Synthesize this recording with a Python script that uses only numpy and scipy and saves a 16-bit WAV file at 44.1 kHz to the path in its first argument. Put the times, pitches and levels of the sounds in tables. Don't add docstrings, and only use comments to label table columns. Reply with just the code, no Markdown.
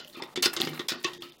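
import sys
import numpy as np
from scipy import signal
from scipy.fft import rfft, irfft
from scipy.io import wavfile
from scipy.ndimage import uniform_filter1d

SR = 44100
rng = np.random.default_rng(int(sys.argv[2]) if len(sys.argv) > 2 else 0)


def boost_factor(decibels):
    exponent = np.asarray(decibels, float) / 20
    return 10 ** exponent


def pcm_store(signal):
    levels = np.round(np.clip(np.atleast_2d(signal), -1, 1) * 32767)
    wavfile.write(sys.argv[1], SR, levels.astype(np.int16).T)


N = 61739
LENGTH = 12288


def unit(x):
    return x / np.max(np.abs(x))


def colour(x, points, tilt_db=0.):
    octave = np.log2(np.maximum(np.arange(1025) * SR / 2048, 20))
    p = np.array(points, float)
    db = np.interp(octave, np.log2(p[:, 0]), p[:, 1])
    db = db + tilt_db * (np.maximum(octave, np.log2(1300)) - np.log2(3500))
    cepstrum = irfft(db * np.log(10) / 20)
    cepstrum[1:1024] *= 2
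    cepstrum[1025:] = 0
    response = irfft(np.exp(rfft(cepstrum)))
    return signal.fftconvolve(x, response)[:len(x)]


def above(x, hz):
    return signal.sosfiltfilt(signal.butter(6, hz, "high", fs=SR, output="sos"), x)


def ring(x, modes, chance, stretch=0.87):
    scatter_db, detune = 2, 0.016
    t = np.arange(LENGTH // 2) / SR
    response = np.zeros(len(t))
    for (hz, db, t60), a, b in zip(modes, chance[::2], chance[1::2]):
        decay = boost_factor(db + scatter_db * a - 60 * t / (t60 * stretch))
        response += decay * np.sin(2 * np.pi * hz * (1 + detune * b) * t)
    return signal.fftconvolve(x, response * np.linspace(1, 0, num=len(t)))[:LENGTH]


def add(out, s, x):
    i = int(round(s * SR))
    a, b = max(-i, 0), min(len(x), N - i)
    faded = x * np.minimum(np.linspace(3, 0, num=len(x)), 1)
    out[i + a:i + b] += faded[a:b]


def grains():
    grain_db, clump_db = 2.5, 1.6
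    clumps = uniform_filter1d(np.repeat(rng.standard_normal(LENGTH // 128), 128), size=64)
    size_db = grain_db * rng.exponential(size=LENGTH) + clump_db * clumps
    return rng.standard_normal(LENGTH) * boost_factor(size_db)


def rattle(db, tilt_db, t60, hz, hold=0.):
    # hz, level_db
    frame_colour = [(240, -38.5), (360, -5), (620, -14.5), (1140, -10), (1710, -13), (1870, -5.5),
                    (5190, 1), (5600, -1.5), (16000, -24.5)]
    # pitch_hz, level_db, t60_s
    wire_modes = [(1413, -21.5, 0.2), (1907, -3, 0.082), (2105, -2.5, 0.051), (2830, -29, 0.13),
                  (3080, -11.5, 0.15), (3640, -31, 0.022), (3600, 1.5, 0.039), (4250, -7.5, 0.0056),
                  (4240, -11.5, 0.011), (5100, -3, 0.0072), (5980, -18, 0.033), (6630, 0, 0.0063)]
    strike_db, ring_db, patchy_db = 4.5, -9.5, 3.5
    t = np.arange(LENGTH) / SR
    attack_s = 0.00044 * boost_factor(-2.2 * min(db + 29, 0))
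    late = np.maximum(t - hold, 0)
    shake = grains() * boost_factor(-60 * late / max(t60, .02))
    if hold == 0:
        shake = shake * (1 + boost_factor(strike_db) * np.exp(-t / 0.0018))
    shake = shake * np.minimum(t / attack_s, 1)
    shake = colour(shake, [(hz / 1.146, 0), (hz, 5), (hz * 1.255, 0)])

    dull = signal.sosfilt(signal.butter(2, 5150, fs=SR, output="sos"), shake)
    fade = boost_factor(-60 * t / .17)
    clatter = colour(fade * shake + (1 - fade) * dull, frame_colour, tilt_db)
    patches = np.c_[np.linspace(500, 16000, num=80), patchy_db * rng.standard_normal(80)]
    clatter = colour(clatter, patches)

    struck_modes = wire_modes + [(hz, -1.5, .045)]
    rung = ring(shake, struck_modes, rng.standard_normal(28))
    rung = colour(rung, [(400, 0.0073), (800, 0)], 0.56 * tilt_db)
    return boost_factor(db) * unit(unit(clatter) + boost_factor(ring_db) * unit(rung))


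def wires():
    # start_s, peak_db, brightness_db_per_octave, rattle_t60_s, pitch_hz
    earlier_knock = (-.02, -26.5, -2.5, 0.24, 3021)
    # start_s, peak_db, brightness_db_per_octave, rattle_t60_s, pitch_hz
    knocks = [(.148, -38.5, -10.5, 0.4, 2570), (.195, -36.5, -27, 0.61, 904), (.222, -22, -7, 0.14, 3600),
              (.3586, -22, -4.5, 0.13, 3600), (.374, -20, -6, 0.15, 3510), (.4252, -16.5, 4, 0.11, 2970),
              (.4565, -9, -3, 0.13, 5190), (.5315, -27.5, -8, 0.14, 1770), (.565, -18, -3, .13, 3600),
              (.601, -19.5, -3.5, 0.32, 4210), (.632, -24, -7, 0.071, 5000),
              (.649, -23.5, -0.5, 0.095, 4820), (.672, -20, -8, 0.17, 2320),
              (.7317, -30.5, -8.5, 0.67, 4040), (.793, -23, -6, 0.13, 3740), (.885, -14, 2.5, 0.12, 3590),
              (.92, -23.5, -7.5, 0.31, 1516), (1.0445, -15, -3, 0.18, 3060),
              (1.046, -27.5, -12, 0.27, 1110), (1.134, -32, -0.5, 0.24, 3380),
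              (1.2215, -30.5, -5, 0.34, 2864)]
    # start_s, peak_db, brightness_db_per_octave, pitch_hz, length_s
    drags = [
        (0.124, -42, -1, 4250, 0.069),
        (0.4252, -11.5, 0.6, 4620, 0.025),
        (0.89, -19, 0, 3830, 0.029),
    ]
    out = np.zeros(N)
    for s, db, tilt_db, t60, hz in [earlier_knock] + list(knocks):
        add(out, s, rattle(db, tilt_db, t60, hz))
    for s, db, tilt_db, hz, length in drags:
        add(out, s, rattle(db, tilt_db, 0.079, hz, length))
    return out


def single_wires():
    # start_s, peak_db, pitch_hz, t60_s
    lone_rings = [(0, -45.5, 1430, 0.19), (0.046, -48.5, 595, 0.24), (0, -40.5, 4100, 0.043),
                  (1.222, -39.5, 4550, 0.11), (.145, -49, 1260, 0.49), (.148, -44.5, 2400, .3),
                  (.148, -49, 3100, 0.23), (.146, -44, 3600, 0.31), (.15, -47, 4200, 0.28),
                  (.198, -40, 930, 0.13), (.4255, -21, 4100, 0.18), (.4255, -26, 2670, 0.31),
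                  (.427, -22, 4400, 0.099), (.4555, -22.5, 3600, 0.1), (.455, -27.5, 1440, 0.18),
                  (0.4557, -22, 8000, 0.03), (.6, -38, 777, 0.47), (.566, -36.5, 1110, 0.11),
                  (.672, -35, 3000, 0.15), (1.045, -28.5, 1104, .12), (1.047, -38, 1880, 0.14),
                  (1.045, -29, 4100, 0.055), (1.047, -23, 2680, .12), (1.228, -44, 1300, 0.23)]
    # start_s, peak_db, brightness_db_per_octave, pitch_hz, length_s
    touches = [
        (.4525, -21, 2, 4470, 0.011),
        (1.0382, -30.5, -2, 3270, 0.0084),
    ]
    ring_cycles, swell_s = 90, .003
    out, t = np.zeros(N), np.arange(LENGTH) / SR
    for s, db, hz, t60 in lone_rings:
        shake = rng.standard_normal(LENGTH) * boost_factor(-60 * t / t60) * np.minimum(t / swell_s, 1)
        add(out, s, boost_factor(db) * unit(ring(shake, [(hz, 0, ring_cycles / hz)], np.zeros(2))))
    for s, db, tilt_db, hz, length in touches:
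        add(out, s, rattle(db, tilt_db, 0.044, hz, length))
    return out


def water():
    # hz, level_db
    wash_colour = [(18, -79), (30, 1.5), (295, -2.5), (345, -5), (554, -3.5), (1430, -14.5), (1720, -13),
                   (3580, -11), (16000, -33.5)]
    # time_s, level_db
    swell_points = [(0, 1), (.3, 1), (.6, 9), (.9, -5.5), (1.2, 6.5), (1.3, -4.5), (1.4, -0.5)]
    wash_db, hiss_db, rumble_db = -59, -66.5, -51
    wash = colour(rng.standard_normal(N), wash_colour)
    waver = uniform_filter1d(np.repeat(rng.standard_normal(N // 2048 + 1), 2048), size=2048)[:N]
    hiss = above(rng.standard_normal(N), 4900)
    rumble = colour(rng.standard_normal(N), [(45, 7), (110, -23), (250, -58)])
    mix = boost_factor(wash_db + 1.4 * waver) * wash / wash.std()
    mix += boost_factor(hiss_db - 4 * np.arange(N) / N + 2.4 * waver[::-1]) * hiss
    mix += boost_factor(rumble_db) * rumble / rumble.std()
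    return boost_factor(np.interp(np.arange(N) / SR, *np.array(swell_points).T)) * mix


def deck():
    # start_s, peak_db, share of the lower boards (0-1), t60 stretch (ratio)
    thumps = [(0.017, -45.5, 1, 0.37), (0.102, -53.5, 0.05, 1.1), (0.145, -48, 0, 1.3),
              (0.171, -35, 0.56, 3.7), (0.219, -34, 0.35, 0.93), (0.359, -35, 0.6, 3.4),
              (0.374, -24.5, 0.32, 1.3), (0.458, -23, 0.21, 0.84), (0.566, -32.5, 0, 2.8),
              (0.601, -24.5, 0.43, 2), (0.632, -27.5, 1, 1.4), (0.672, -24, 0.77, 1.9),
              (0.719, -32, 0, 0.74), (0.796, -26, 0.13, 0.67), (0.918, -27, 0.41, 2.06),
              (1.008, -44, 1, 0.8), (1.048, -25.5, 0.05, 1.8), (1.129, -41, 0.6, 5.4), (1.188, -42, 0, 6.6),
              (1.224, -38.5, 0.52, 5.3), (1.268, -50, 0.2, 0.65)]
    # pitch_hz, level_db, t60_s
    deck_modes = [(350.1, 21, 0.075), (376, 3, 0.13), (440, -26, 0.012), (1190, -25, 0.14),
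                  (1862, 8.5, 0.07)]
    # pitch_hz, level_db, t60_s
    board_modes = [(154.5, -7, 1), (186.3, -7.5, 0.67), (242.2, 1, 0.59), (268, 4, 0.15), (330.8, 2, 0.16)]
    contact_s, jostle_db, jostle_t60_s = 0.0008, -6, 0.3
    out, t = np.zeros(N), np.arange(LENGTH) / SR
    for s, db, low, stretch in thumps:
        push = np.sin(np.pi * np.minimum(t / contact_s, 1))
        push += boost_factor(jostle_db - 60 * t / jostle_t60_s) * rng.standard_normal(LENGTH)
        chance = .5 * rng.standard_normal((2, 10))
        low, stretch = np.clip(low, 0, 1), max(stretch, .3)
        upper = unit(ring(push, deck_modes, chance[0], stretch))
        lower = unit(ring(push, board_modes, chance[1], stretch))
        add(out, s, boost_factor(db) * unit((1 - low) * upper + low * lower))
    return out


def ticks():
    # start_s, peak_db, pitch_hz, length_cycles
    tick_events = [(.0478, -34, 3000, 4.2), (.0478, -41, 6000, 5), (.06, -44, 3100, 3.5),
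                   (.0757, -39, 3250, 4), (.0797, -40, 3050, 7), (.0992, -40, 3500, 4.5),
                   (.129, -44, 4200, 9), (.134, -44, 4200, 9), (.6115, -20, 3000, 1.2),
                   (.6176, -7.5, 3650, 3.1), (.777, -29, 2400, 2.5), (1.134, -33, 3300, 3),
                   (1.15, -38, 3400, 3.5), (1.2215, -30, 3350, 10), (1.2862, -44, 3900, 4),
                   (1.292, -47, 7000, 4), (1.2977, -41, 4900, 3), (1.301, -46, 2600, 4),
                   (1.3075, -48, 4800, 4), (1.3212, -42, 3460, 9), (1.3325, -50, 4700, 6)]
    out, t = np.zeros(N), np.arange(512) / SR
    for s, db, hz, cycles in tick_events:
        u = t * hz / cycles
        snap = rng.standard_normal(len(t)) * np.exp(-((u - .5) / 0.69) ** 2)
        tone = np.sin(2 * np.pi * hz * t) * np.exp(-((u - .6) / 0.5) ** 2)
        add(out, s - .0005, boost_factor(db) * unit(tone + boost_factor(-17 - 0.14 * db) * snap))
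    return out


def scrapes():
    # start_s, length_s, level_db, centre_hz
    scrape_events = [(0.074, 0.058, -55, 12300), (0.167, 0.021, -54.5, 12100), (0.234, 0.019, -55, 12000),
                     (0.422, 0.034, -29, 9000), (0.452, 0.0096, -30.5, 8500), (0.531, 0.015, -33.5, 12000),
                     (0.607, 0.072, -45, 12500), (0.689, 0.011, -42, 14200), (0.739, 0.072, -50.5, 13200),
                     (0.881, 0.032, -40, 13300), (0.999, 0.02, -57.5, 10950), (1.028, 0.005, -46, 12000),
                     (1.037, 0.0029, -43, 6700), (1.064, 0.054, -60, 13000), (1.133, 0.0099, -54, 11100),
                     (1.231, 0.038, -56, 13200), (1.292, 0.0086, -64, 9000), (0.611, 0.0025, -28, 9000)]
    out, t = np.zeros(N), np.arange(LENGTH) / SR
    for s, length, db, hz in scrape_events:
        hiss = colour(grains(), [(hz / 5, -22), (hz / 2, -6), (hz, 0), (hz * 1.6, -3)])
        envelope = np.minimum(t / .002, 1) * np.exp(-(t / length) ** 1.4)
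        add(out, s, boost_factor(db) * hiss / hiss.std() * envelope)
    return out


def scene():
    return (wires() + single_wires() + water() + deck() + ticks() + scrapes())[None]


def roll_off(x):
    return signal.sosfilt(signal.butter(12, 16820, fs=SR, output="sos"), x)


def record(dry):
    # start_s, length_s, above_hz
    dropouts = [(.158, .005, 4600), (.206, .013, 7000), (.266, .005, 4600), (.343, .013, 900),
                (.4135, .008, 2500), (.602, .007, 9000), (.876, .0065, 150), (.969, .005, 6500),
                (1.0485, .011, 7000), (1.182, .024, 6600), (1.372, .01, 4200)]
    # start_s, length_s, from_hz, to_hz
    holes = [(.154, .009, 650, 1000), (.154, .009, 1550, 1950), (.154, .009, 3050, 3350),
             (1.05, .016, 560, 970), (1.049, .011, 1350, 1680), (1.183, .035, 500, 780),
             (1.183, .021, 980, 1520), (1.183, .021, 2200, 3100), (1.183, .021, 4050, 4560),
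             (1.183, .021, 4820, 5120), (1.183, .021, 5360, 5800), (1.183, .021, 6030, 6200),
             (1.36, .025, 1500, 2100), (.02, .025, 7500, 11500), (.052, .016, 7500, 10000),
             (1.309, .011, 5500, 11000)]
    dropout_db = -28
    x = signal.sosfilt(signal.butter(4, 120, "high", fs=SR, output="sos"), dry)
    x = x + boost_factor(-31.0) * dry
    x = signal.sosfilt(signal.ellip(8, .2, 40, 15900, fs=SR, output="sos"), x)
    t = np.arange(N) / SR
    for s, length, hz in dropouts:
        gap = np.clip(np.minimum(t - s, s + length - t) / .002 + .5, 0, 1)
        x = x - (1 - boost_factor(dropout_db)) * gap * above(x, hz)
    for s, length, low_hz, high_hz in holes:
        gap = np.clip(np.minimum(t - s, s + length - t) / .002 + 1.5, 0, 1)
        band = signal.cheby1(5, .1, [low_hz, high_hz], "band", fs=SR, output="sos")
        x = x - gap * signal.sosfiltfilt(band, x)
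    return roll_off(x)


dry = scene()
out = record(dry)
pcm_store(out)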